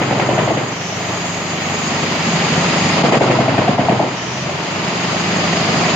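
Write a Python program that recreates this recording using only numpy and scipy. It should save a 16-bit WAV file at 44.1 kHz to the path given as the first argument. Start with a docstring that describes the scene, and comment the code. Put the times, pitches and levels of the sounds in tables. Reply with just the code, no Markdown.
"""Wood chipper beside a wall

A tractor-driven drum chipper throbs twice a turn, a sum of harmonics, over the noise roar of blown chips. Thick
logs bring hard chops, made of short sagging rings and thumps, while the drum slows down. Noise bursts tear and
splinter after each chop; small random rings are chips and larger pieces striking. The level of the roar sinks
during the heavy chopping and climbs back slowly afterwards."""
import sys
import numpy as np
from scipy import signal
from scipy.fft import rfft, irfft, next_fast_len
from scipy.io import wavfile
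from scipy.ndimage import uniform_filter1d, minimum_filter1d

SR = 44100
rng = np.random.default_rng(int(sys.argv[2]) if len(sys.argv) > 2 else 0)


def materialize(psi):
    """Save the field psi as 16-bit PCM at rate SR to the path in sys.argv[1].

    A 1-D psi becomes a single channel; in a 2-D psi each row is a channel.
    """
    bounded = np.clip(np.atleast_2d(psi).T, -1, 1)
    quanta = np.round(bounded * 32767).astype(np.int16)
    wavfile.write(sys.argv[1], SR, quanta)


N = 262395

# how loud the roar is over time, before load, pulse and flicker: time_s, chips_db (the base level), then
# levels above that base: jet_db (blown air), hiss_db, top_hiss_db
ROAR_LEVELS = [(0, -27.5, -12, -45, -33), (.45, -28, -8.5, -46, -31), (.75, -30, -10, -51, -31),
               (1.1, -27.5, -9, -55, -29), (1.55, -27, -9, -49, -31), (1.95, -24.5, -9.5, -40, -31),
               (2.55, -22, -12, -37, -38), (2.92, -21.5, -11, -31.5, -46), (3.25, -25, -15, -30, -51),
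               (3.7, -27.5, -15, -35, -51), (4.1, -29, -14, -39, -47), (4.5, -28, -12.5, -37.5, -37),
               (5.1, -24, -11.5, -36, -38), (5.95, -21, -12, -39, -39)]
# colour of the chips noise: pitch_hz, level_db (per Hz)
CHIPS_COLOUR = [(1200, -8), (1450, -5.5), (1650, -3), (1900, 1.5), (3000, -1), (3400, -5.5), (5150, -12.5),
                (5400, -60)]
USUAL_DB = -26   # the usual level of the chips; some layers swing about it by their own share


def from_db(db):
    """Turn decibels into a gain."""
    return 10 ** (np.asarray(db) / 20)


def rms_one(x):
    """Scale a sound to an average strength (rms) of 1."""
    return x / np.sqrt(np.mean(x ** 2) + 1e-20)


def in_time(rows):
    """Draw each column of a table as a curve over time, one value a sample."""
    time_s, *columns = np.transpose(rows)
    return [np.interp(np.arange(N) / SR, time_s, column) for column in columns]


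def at_hz(points, hz):
    """Read a table of levels at any pitch, along a logarithmic pitch scale."""
    pitch_hz, level_db = np.array(points).T
    return np.interp(np.log(hz), np.log(pitch_hz), level_db)


def drift(rate_hz):
    """Slow random wandering of spread 1: noise smoothed twice, on one point every 40 samples."""
    r = np.exp(-80 * np.pi * rate_hz / SR)
    points = rng.standard_normal(N // 40 + 2002)
    slow = signal.lfilter([1], [1, -2 * r, r * r], points)[2000:]   # skip the filter's start
    return np.interp(np.arange(N) / 40, np.arange(len(slow)), rms_one(slow))


def gate(start_s, end_s, edge_s):
    """1 between two times and 0 outside, with soft edges."""
    t = np.arange(N) / SR
    return (np.tanh((t - start_s) / edge_s) - np.tanh((t - end_s) / edge_s)) / 2


def add(out, start_s, sound):
    """Mix a sound in at a given time."""
    i = round(start_s * SR)
    out[i:i + len(sound)] += sound[:N - i]


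def noise(colour):
    """Coloured stereo noise, alike on both sides in the bass and unrelated in the treble; mid spread 1."""
    # how alike the two sides are: pitch_hz, likeness (0-1)
    likeness = [(60, .995), (150, .985), (300, .8), (600, .85), (1200, .4), (2500, .17), (5000, .05),
                (12000, .0)]
    # how much louder the left is than the right: pitch_hz, balance_db
    balance = [(60, 0), (120, -.6), (200, -1.6), (380, .3), (690, 1.6), (1280, 1.3), (2360, -1.2),
               (4350, 1.2), (8020, -1), (14800, 7)]
    size = next_fast_len(N)
    hz = np.maximum(np.arange(size // 2 + 1) * SR / size, 1)
    mid, side = rfft(rng.standard_normal((2, size))) * from_db(at_hz(colour, hz))
    alike = np.clip(at_hz(likeness, hz), 0, 1)
    lean = from_db(at_hz(balance, hz) / 2)
    mid, side = np.sqrt(1 + alike) * mid, np.sqrt(1 - alike) * side
    out = irfft(np.array([(mid + side) * lean, (mid - side) / lean]), size)[:, :N]
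    return out / np.std(out.mean(axis=0))


def ring(hits, hz, r):
    """Let hits set off a resonance at one pitch, shrinking by the factor r every sample."""
    w = 2 * np.pi * hz / SR
    return signal.lfilter([0, np.sin(w)], [1, -2 * r * np.cos(w), r * r], hits + 1e-18)


def knock(hz, length_s, fall, rise_s):
    """A short burst whose pitch sags through hz, by the share fall, as the blow fades; peak about 1."""
    t = np.arange(round(3 * length_s * SR)) / SR
    bend = 1 + fall * (.5 - np.minimum(t / length_s, 1))
    phase = 2 * np.pi * hz * np.cumsum(bend) / SR
    shape = (1 - np.exp(-(t / rise_s) ** 2)) * np.exp(-(t / length_s) ** 2)
    return np.sin(phase) * shape / shape.max()


def roar(phase, load):
    """Layers of noise that follow the chips, pulsing a little with the drum, each flickering alone."""
    # colours of the layers, from low to high: pitch_hz, level_db (per Hz)
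    rumble = [(15, -70), (25, -29), (43, -47), (73, -12), (156, -1), (182, -1), (296, -6.5), (400, -22),
              (520, -20), (880, -120)]
    housing = [(180, -31), (300, -2.5), (394, 0), (504, -5), (622, -0.5), (858, -3), (1010, -4),
               (1250, -4.5), (1600, -11.5), (2080, -25.5), (3520, -120)]
    bright = [(3000, -23), (3400, -2.5), (4200, 1.5), (5150, 6.5), (5400, -45)]   # the bright edge of the chips
    jet = [(6200, -33), (6450, -2.5), (7000, -7.5), (7700, -19.5), (8600, -37.5), (9200, -73)]   # the air jet
    hiss = [(8000, -33), (8700, 8.5), (9700, -2), (11000, -2.5), (11800, -10), (12500, -31)]
    top_hiss = [(9800, -40), (10500, -12), (12000, -10.5), (13600, -1.5), (14300, -8), (15400, -9.5)]
    fill = [(5000, -21), (5230, 9), (6000, 11), (6300, 10), (6500, -53)]   # the band from 5 to 6.5 kHz
    # that band is louder during these spans: start_s, end_s, gain_db
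    fills = [(0.71, 0.99, 7), (0.8, 0.94, 2.5), (4.153, 4.45, 7)]
    chips_db, jet_db, hiss_db, top_db = in_time(ROAR_LEVELS)
    swing_db = chips_db - USUAL_DB
    rumble_db = (1.1 - 1) * swing_db - 4.5
    bright_db = (1.47 - 1) * swing_db - 11   # swells faster than the rest
    fill_db = sum(db * gate(start_s, end_s, .01) for start_s, end_s, db in fills) - 16.5
    pulse = 0.094 * np.cos(phase / 2 + 0.5) + np.cos(phase + 0.15)   # once and twice a turn
    # colour, level over the chips_db curve, gain under load (dB), pulse (dB), flicker (dB)
    layers = [
        (rumble, rumble_db, 1.5, 1.5, .6),
        (housing, 1.5, 3.5, 1.2, .6),
        (CHIPS_COLOUR, -1.5, .1, .6, .4),
        (bright, bright_db, .1, .6, .5),
        (jet, jet_db, .1, .6, .9),
        (hiss, hiss_db, -8.0, .3, 1.1),
        (top_hiss, top_db, .1, .3, .6),
        (fill, fill_db, -3.0, .1, .1),
    ]
    out = 0
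    for colour, over_db, load_db, pulse_db, flicker_db in layers:
        flicker = drift(2.5) + drift(30)
        level_db = chips_db + over_db + load_db * load + pulse_db * pulse + flicker_db * flicker
        out = out + from_db(level_db) * noise(colour)
    return out


def crackle(chips_db):
    """Chips hit the chute at random, each ringing briefly at one of 24 pitches, apart on each side."""
    hits_per_s, fade_cycles, level_db = 1200, 40, -5   # hits per side; cycles to fade by 60 dB; under chips
    sizes = from_db(3.0 * np.minimum(rng.exponential(1, (2, N)), 3)) * rng.choice([-1, 1], (2, N))
    hits = sizes * (rng.random((2, N)) < hits_per_s / SR)
    dealt = rng.integers(0, 24, (2, N))   # which pitch each hit gets
    out = 0
    for k, hz in enumerate(np.geomspace(900, 5000, 24)):
        r = from_db(-60 * hz / (fade_cycles * SR))
        strength = from_db(at_hz(CHIPS_COLOUR, hz)) * np.sqrt(hz)
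        out = out + strength * ring(hits * (dealt == k), hz, r)
    return from_db(chips_db + level_db) * rms_one(out)


def pieces(chips_db):
    """Larger pieces strike all the rings of the housing at once, each ring with a random strength."""
    # what the housing rings with: pitch_hz, level_db (against each other)
    housing_rings = [(470, -4.5), (625, -4), (730, -3.5), (1000, 0), (1280, -12), (1900, -5.5), (2500, -6),
                     (3100, -3), (4300, -13)]
    hits_per_s, fade_s, level_db = 120, .012, -10   # fade by 60 dB; level under the chips
    hits = from_db(2.0 * np.minimum(rng.exponential(1, N), 3)) * (rng.random(N) < hits_per_s / SR)
    r = from_db(-60 / (fade_s * SR))
    out = 0
    for hz, db in housing_rings:
        out = out + from_db(db) * ring(hits * rng.standard_normal(N), hz, r)
    soft = signal.sosfilt(signal.butter(6, 5200, fs=SR, output="sos"), out)
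    return from_db(chips_db + level_db) * rms_one(soft)


def drum(chips_db, load):
    """Throb built from harmonics of the drum's speed, suction first; returns it and the pulse phase."""
    # the drum, dragged down by each thick log, and its loudest harmonics before wavering: time_s,
    # throbs_per_s, fifth_db, sixth_db, seventh_db, eighth_db, ninth_db (and tenth),
    # between_db (once-a-turn harmonics in between)
    speed = [(0, 22.4, -30, -25, -34, -40, -36, -45), (.33, 21.7, -30, -25, -36, -42, -36, -45),
             (.52, 20.8, -30, -27, -38, -42, -36, -45), (.8, 24.0, -37, -37, -36, -38, -46, -50),
             (1.0, 25.25, -33, -41, -32, -42, -44, -47), (1.3, 24.8, -35, -40, -31, -41, -39, -46),
             (1.56, 24.3, -45, -34, -32, -40, -38, -42), (1.9, 24.05, -44, -34, -33, -39, -32, -37),
             (2.3, 24.35, -40, -32, -26, -34, -32, -35), (2.65, 24.4, -38, -29, -24, -29, -32, -31),
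             (2.95, 24.65, -40, -29, -25, -27, -29, -33), (3.15, 23.5, -32, -28, -27, -32, -29, -36),
             (3.38, 21.7, -28, -22, -32, -36, -34, -40), (3.6, 20.1, -30, -30, -30, -38, -34, -42),
             (3.95, 18.3, -36, -36, -25, -40, -34, -45), (4.1, 18.7, -44, -42, -35, -42, -42, -50),
             (4.2, 20.0, -48, -42, -41, -44, -46, -52), (4.3, 21.0, -48, -29, -40, -40, -46, -52),
             (4.55, 23.4, -43, -30, -31, -38, -42, -45), (4.8, 24.7, -41, -39, -30, -35, -40, -44),
             (5.1, 25.05, -32, -41, -29, -35, -38, -39), (5.3, 24.7, -39, -38, -26, -31, -34, -42),
             (5.5, 24.4, -46, -37, -26, -30, -37, -40), (5.75, 24.05, -35, -28, -27, -33, -31, -33),
             (5.95, 24.4, -36, -32, -25, -31, -29, -38)]
    # the fourth harmonic: multiple, level_db (over the usual chips, before the changes below),
    # share (of the chips' swing, as a factor), load_db (gain under load)
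    fourth_harmonic = [(4, -4, 0.25, -11)]
    # the fourth harmonic weakens as its pitch drops below 112 Hz: pitch_hz, level_db
    weakening = [(70, -15), (88, -9), (97, -7.5), (112, 0)]
    # the other harmonics: multiple, level_db (against each other)
    other_harmonics = [(2, -10), (3, -32), (11, 0), (12, -2), (13, -0.5), (14, -3), (16, -4)]
    per_s, fifth_db, sixth_db, seventh_db, eighth_db, ninth_db, between_db = in_time(speed)
    swing_db = chips_db - USUAL_DB
    phase = 2 * np.pi * np.cumsum(per_s) / SR + 0.29
    waver_db, slip = 1.2, .25   # wandering of level (dB) and of phase (radians)

    def wave(k, wander):
        """One harmonic, lagging more the farther it lies from the seventh."""
        return np.cos(k * phase - .3 * (k - 7) ** 2 + wander)

    strong = 0
    for k, db, share, load_db in fourth_harmonic:
        level_db = db + share * swing_db + load_db * load + at_hz(weakening, k * per_s) + 1.5 * drift(4.0)
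        strong = strong + np.sqrt(2) * from_db(level_db) * wave(k, slip * drift(2.9))
    loudest = [(5, fifth_db), (5.5, between_db), (6, sixth_db), (6.5, between_db), (7, seventh_db),
               (8, eighth_db), (9, ninth_db), (10, ninth_db)]
    for k, db in loudest:
        level_db = db - USUAL_DB + waver_db * drift(4.6)
        strong = strong + np.sqrt(2) * from_db(level_db) * wave(k, slip * drift(3.3))
    others = sum(from_db(db + waver_db * drift(5.2)) * wave(k, 0.97 * drift(6.1))
                 for k, db in other_harmonics)
    others_db = -10.5 + 1.2 * swing_db + 10 * load
    throb = -strong - from_db(others_db) * rms_one(others)   # minus: suction first
    return from_db(USUAL_DB) * throb, phase


def knife():
    """Each chop rings the housing, leaves wood tearing and splintering, and brings two low thumps."""
    # knife on log: start_s, level_db (of the ring, before a 9 dB cut), pitch_hz, sag (of pitch, 0-1),
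    # upper_db (second ring), thump_lag_s, thump_db, second_lag_s, second_db (second thump), splinters_db
    chops = [(0.016, -5, 570, 0.44, -15.5, 0.001, -14, 0.056, -20, -21),
             (0.108, -4, 616, 0.53, -14, .004, -8, 0.053, -12, -27),
             (0.196, -4, 623, 0.3, -14, 0.0073, -19, 0.031, -14, -22),
             (0.289, 1, 630, 0.3, -22, 0.0032, -12, 0.047, -9, -26),
             (0.378, 0, 644, 0.27, -17, 0.013, -10, 0.048, -13, -22),
             (0.475, 0.5, 636, 0.42, -15, .012, -24, 0.038, -13, -29),
             (0.571, -2.5, 593, 0.47, -28, 0.0048, -12, 0.028, -23, -23.5),
             (2.964, -5, 650, 0.13, -19, 0.00079, -12, 0.043, -12, -27),
             (3.037, 0, 723, 0.4, -23, 0.0057, -3.5, 0.051, -10, -42),
             (3.121, 0.5, 630, 0.62, -8, 0.0022, -13, 0.052, -8, -19),
             (3.21, 6, 630, 0.7, -8, 0.0018, -12, 0.049, -16, -25),
             (3.299, 1.5, 643, 0.5, -20, 0.001, -4, 0.03, -20, -20.5),
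             (3.388, 3, 677, 0.1, -27, 0.0121, -6, 0.036, -24, -25),
             (3.481, 1, 654, 0, -15, .012, -8.5, 0.045, -10, -22),
             (3.578, -2.5, 705, 0.2, -16, 0.0125, -2, 0.025, -18, -23),
             (3.679, -0.5, 713, 0.03, -18, .015, -2, 0.058, -14, -24.5),
             (3.781, -2, 720, 0.25, -10.5, 0.014, -4, 0.038, -12, -25),
             (3.886, 4.5, 726, 0.32, -10, .0145, -3, 0.045, -9, -22.5),
             (3.995, 0, 750, 0.43, -15, 0.016, -9.5, 0.026, -28, -43)]
    # wood thumps on the feed table: start_s, level_db (before a 12 dB cut), pitch_hz
    table_thumps = [(0.41, -5, 152), (2.262, -2, 230), (2.332, -2, 154), (2.499, -4.5, 240),
                    (2.575, 0.5, 161), (2.662, -11, 165), (2.829, -9, 162), (2.873, -4, 165),
                    (5.097, -26, 166), (5.253, -7, 182), (5.499, -5, 168), (5.659, -13, 250),
                    (5.739, -2.5, 234), (5.829, -4, 169)]
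    # lighter bites, in the log and in thin wood: start_s, level_db (before a 10 dB cut), pitch_hz
    grazes = [(0.018, -6.5, 325), (0.108, -4, 330), (0.15, -9, 700), (0.198, -10, 337), (0.229, -11, 1070),
              (0.288, -2, 340), (0.332, -5, 403), (0.387, 1.5, 613), (0.41, -7, 1004), (0.433, -2, 428),
              (0.511, -5, 630), (0.516, 0, 330), (0.527, -3, 260), (0.544, -7, 400), (0.612, -4, 350),
              (0.923, -8.5, 660), (1.003, -9, 690), (1.067, -9.5, 663), (1.242, -9, 686), (1.74, -8, 613),
              (2.151, -7, 630), (2.543, -16, 794), (2.979, -15, 930), (3.084, 3, 646), (3.126, 5, 526),
              (3.152, -1, 840), (3.169, 2, 450), (3.21, 1, 335), (3.241, 0, 880), (3.262, 0, 624),
              (3.284, -8, 620), (3.296, -4, 400), (3.308, -7, 900), (3.351, -8, 960), (3.42, -17, 700),
              (3.515, -15, 690), (3.541, -3, 845), (3.589, -2, 650), (3.645, -12, 726), (3.692, -1, 560),
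              (3.712, -5, 756), (3.793, 0, 684), (3.835, -5, 624), (3.894, -10, 620), (3.911, -0.5, 690),
              (3.921, -2, 336), (4.0, 6, 643), (4.023, -4, 876), (4.05, -8, 645), (4.492, -5.5, 635),
              (5.144, -4, 635), (5.308, -8, 680), (5.554, -12, 726), (5.886, -7, 614)]
    # colours of tearing wood and of splinters: pitch_hz, level_db (per Hz)
    tearing_colour = [(90, -13.5), (135, 6.5), (200, -0.5), (260, 9), (330, 9), (430, 7), (600, 8.5),
                      (750, 8.5), (900, 2.5), (1100, 0.5), (1300, -30), (1950, -51), (3300, -120)]
    splinter_colour = [(900, -17.5), (1200, -10.5), (1900, -1.5), (3000, -8.5), (5000, -32), (7500, -24),
                       (9000, -85)]
    ring_s, bite_s = .0119, .003   # fade of the ring; the knife bites a little before the ring is up
    knocks, tearing, splinters = np.zeros((3, N))
    t = np.arange(round(.25 * SR)) / SR
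    for s, db, hz, sag, upper_db, lag_s, thump_db, second_s, second_db, splinter_db in chops:
        main_ring = knock(hz, ring_s, fall=sag, rise_s=.0035)
        add(knocks, s - bite_s, from_db(db - 9.0) * main_ring)
        upper_ring = knock(880, ring_s * 0.65, fall=0.32, rise_s=.002)
        add(knocks, s - bite_s / 2, from_db(upper_db) * upper_ring)
        # tearing goes 13 dB under the mean of the chop and its stronger thump
        tear_db = (db + max(thump_db, second_db)) / 2 - 13
        add(tearing, s, from_db(tear_db - 60 * t / .4) * (1 - np.exp(-(t / .01) ** 2)))
        add(splinters, s, from_db(splinter_db - 60 * t / .28) * (1 - np.exp(-(t / .002) ** 2)))
        # a low thump just after each chop, and another about half a turn later, from the second knife
        thump = knock(203.5, length_s=0.0061, fall=0.32, rise_s=0.00081)
        add(knocks, s + lag_s - bite_s, from_db(thump_db) * thump)
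        second_thump = knock(209, length_s=0.0071, fall=0.097, rise_s=0.0056)
        add(knocks, s + second_s - 2 * bite_s, from_db(second_db) * second_thump)
    for s, db, hz in table_thumps:
        add(knocks, s, from_db(db - 12.0) * knock(hz, length_s=0.03, fall=0.18, rise_s=0.0029))
    for s, db, hz in grazes:
        add(knocks, s, from_db(db - 10.0) * knock(hz, length_s=0.0088, fall=0.12, rise_s=0.00046))
    grain = from_db(2.2 * drift(42))   # wood gives way in uneven grains
    return knocks, grain * (tearing * noise(tearing_colour) + splinters * noise(splinter_colour))


def yard(x):
    """Dull direct blows and wall and ground echoes; above the bass the right echoes come slightly sooner."""
    # echoes: delay_s, left_db (also the bass on the right), right_db (above the bass)
    echoes = [(.0058, -21, -22), (0.0141, -18, -21), (.029, -18, -18.5), (.047, -17, -17),
              (0.065, -20, -20)]
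    x = signal.sosfilt(signal.butter(4, 3000, fs=SR, output="sos"), x)
    upper = signal.sosfilt(signal.butter(2, 300, "high", fs=SR, output="sos"), x)
    out = x + upper * (from_db([[2], [-2]]) - 1)   # above the bass the direct blows lean to the left
    for delay_s, left_db, right_db in echoes:
        add(out[0], delay_s, from_db(left_db) * x)
        add(out[1], delay_s, from_db(left_db) * (x - upper))
        add(out[1], delay_s * 0.98, from_db(right_db) * upper)
    return out


def scene():
    """Roar, drum and knife beside the wall; all but the knocks dip briefly in level at times."""
    # a thick log is in the knives: start_s, end_s
    logs = [(-.2, 0.74), (3.0, 4.16)]
    # the level dips briefly: time_s, depth_db, width_s
    dip_times = [(3.030, -5.5, 0.008), (3.110, -5.5, 0.0082), (3.194, -8.5, 0.010), (3.47, -2, 0.0072),
                 (3.769, -3.5, 0.019)]
    load = sum(gate(start_s, end_s, .027) for start_s, end_s in logs)
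    chips_db = in_time(ROAR_LEVELS)[0]
    throb, phase = drum(chips_db, load)
    knocks, tearing = knife()
    t = np.arange(N) / SR
    dips = from_db(sum(db * np.exp(-((t - s) / width_s) ** 2) for s, db, width_s in dip_times))
    # throb and the bass of the knocks lean slightly right; higher knocks still lean left
    lean = from_db([[-.4], [.4]])
    steady = throb * lean + roar(phase, load) + crackle(chips_db) + pieces(chips_db)
    return dips * (steady + tearing) + lean * yard(knocks)


def record(dry):
    """The microphone drops the deep bass, a limiter turns the loudest peaks down, the top is cut."""
    ceiling, limit_s, cutoff_hz = .95, .004, 15450
    thin = signal.sosfilt(signal.butter(2, 70, "high", fs=SR, output="sos"), dry)
    span = round(limit_s * SR)
    peaks = abs(thin).max(axis=0)
    gain = minimum_filter1d(ceiling / np.maximum(peaks, ceiling), 2 * span + 1)
    gain = uniform_filter1d(uniform_filter1d(gain, span), span)   # smooth the gain changes
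    top_cut = signal.ellip(12, .5, 80, cutoff_hz, fs=SR, output="sos")
    return signal.sosfilt(top_cut, gain * thin)


dry = scene()
out = record(dry)
materialize(out)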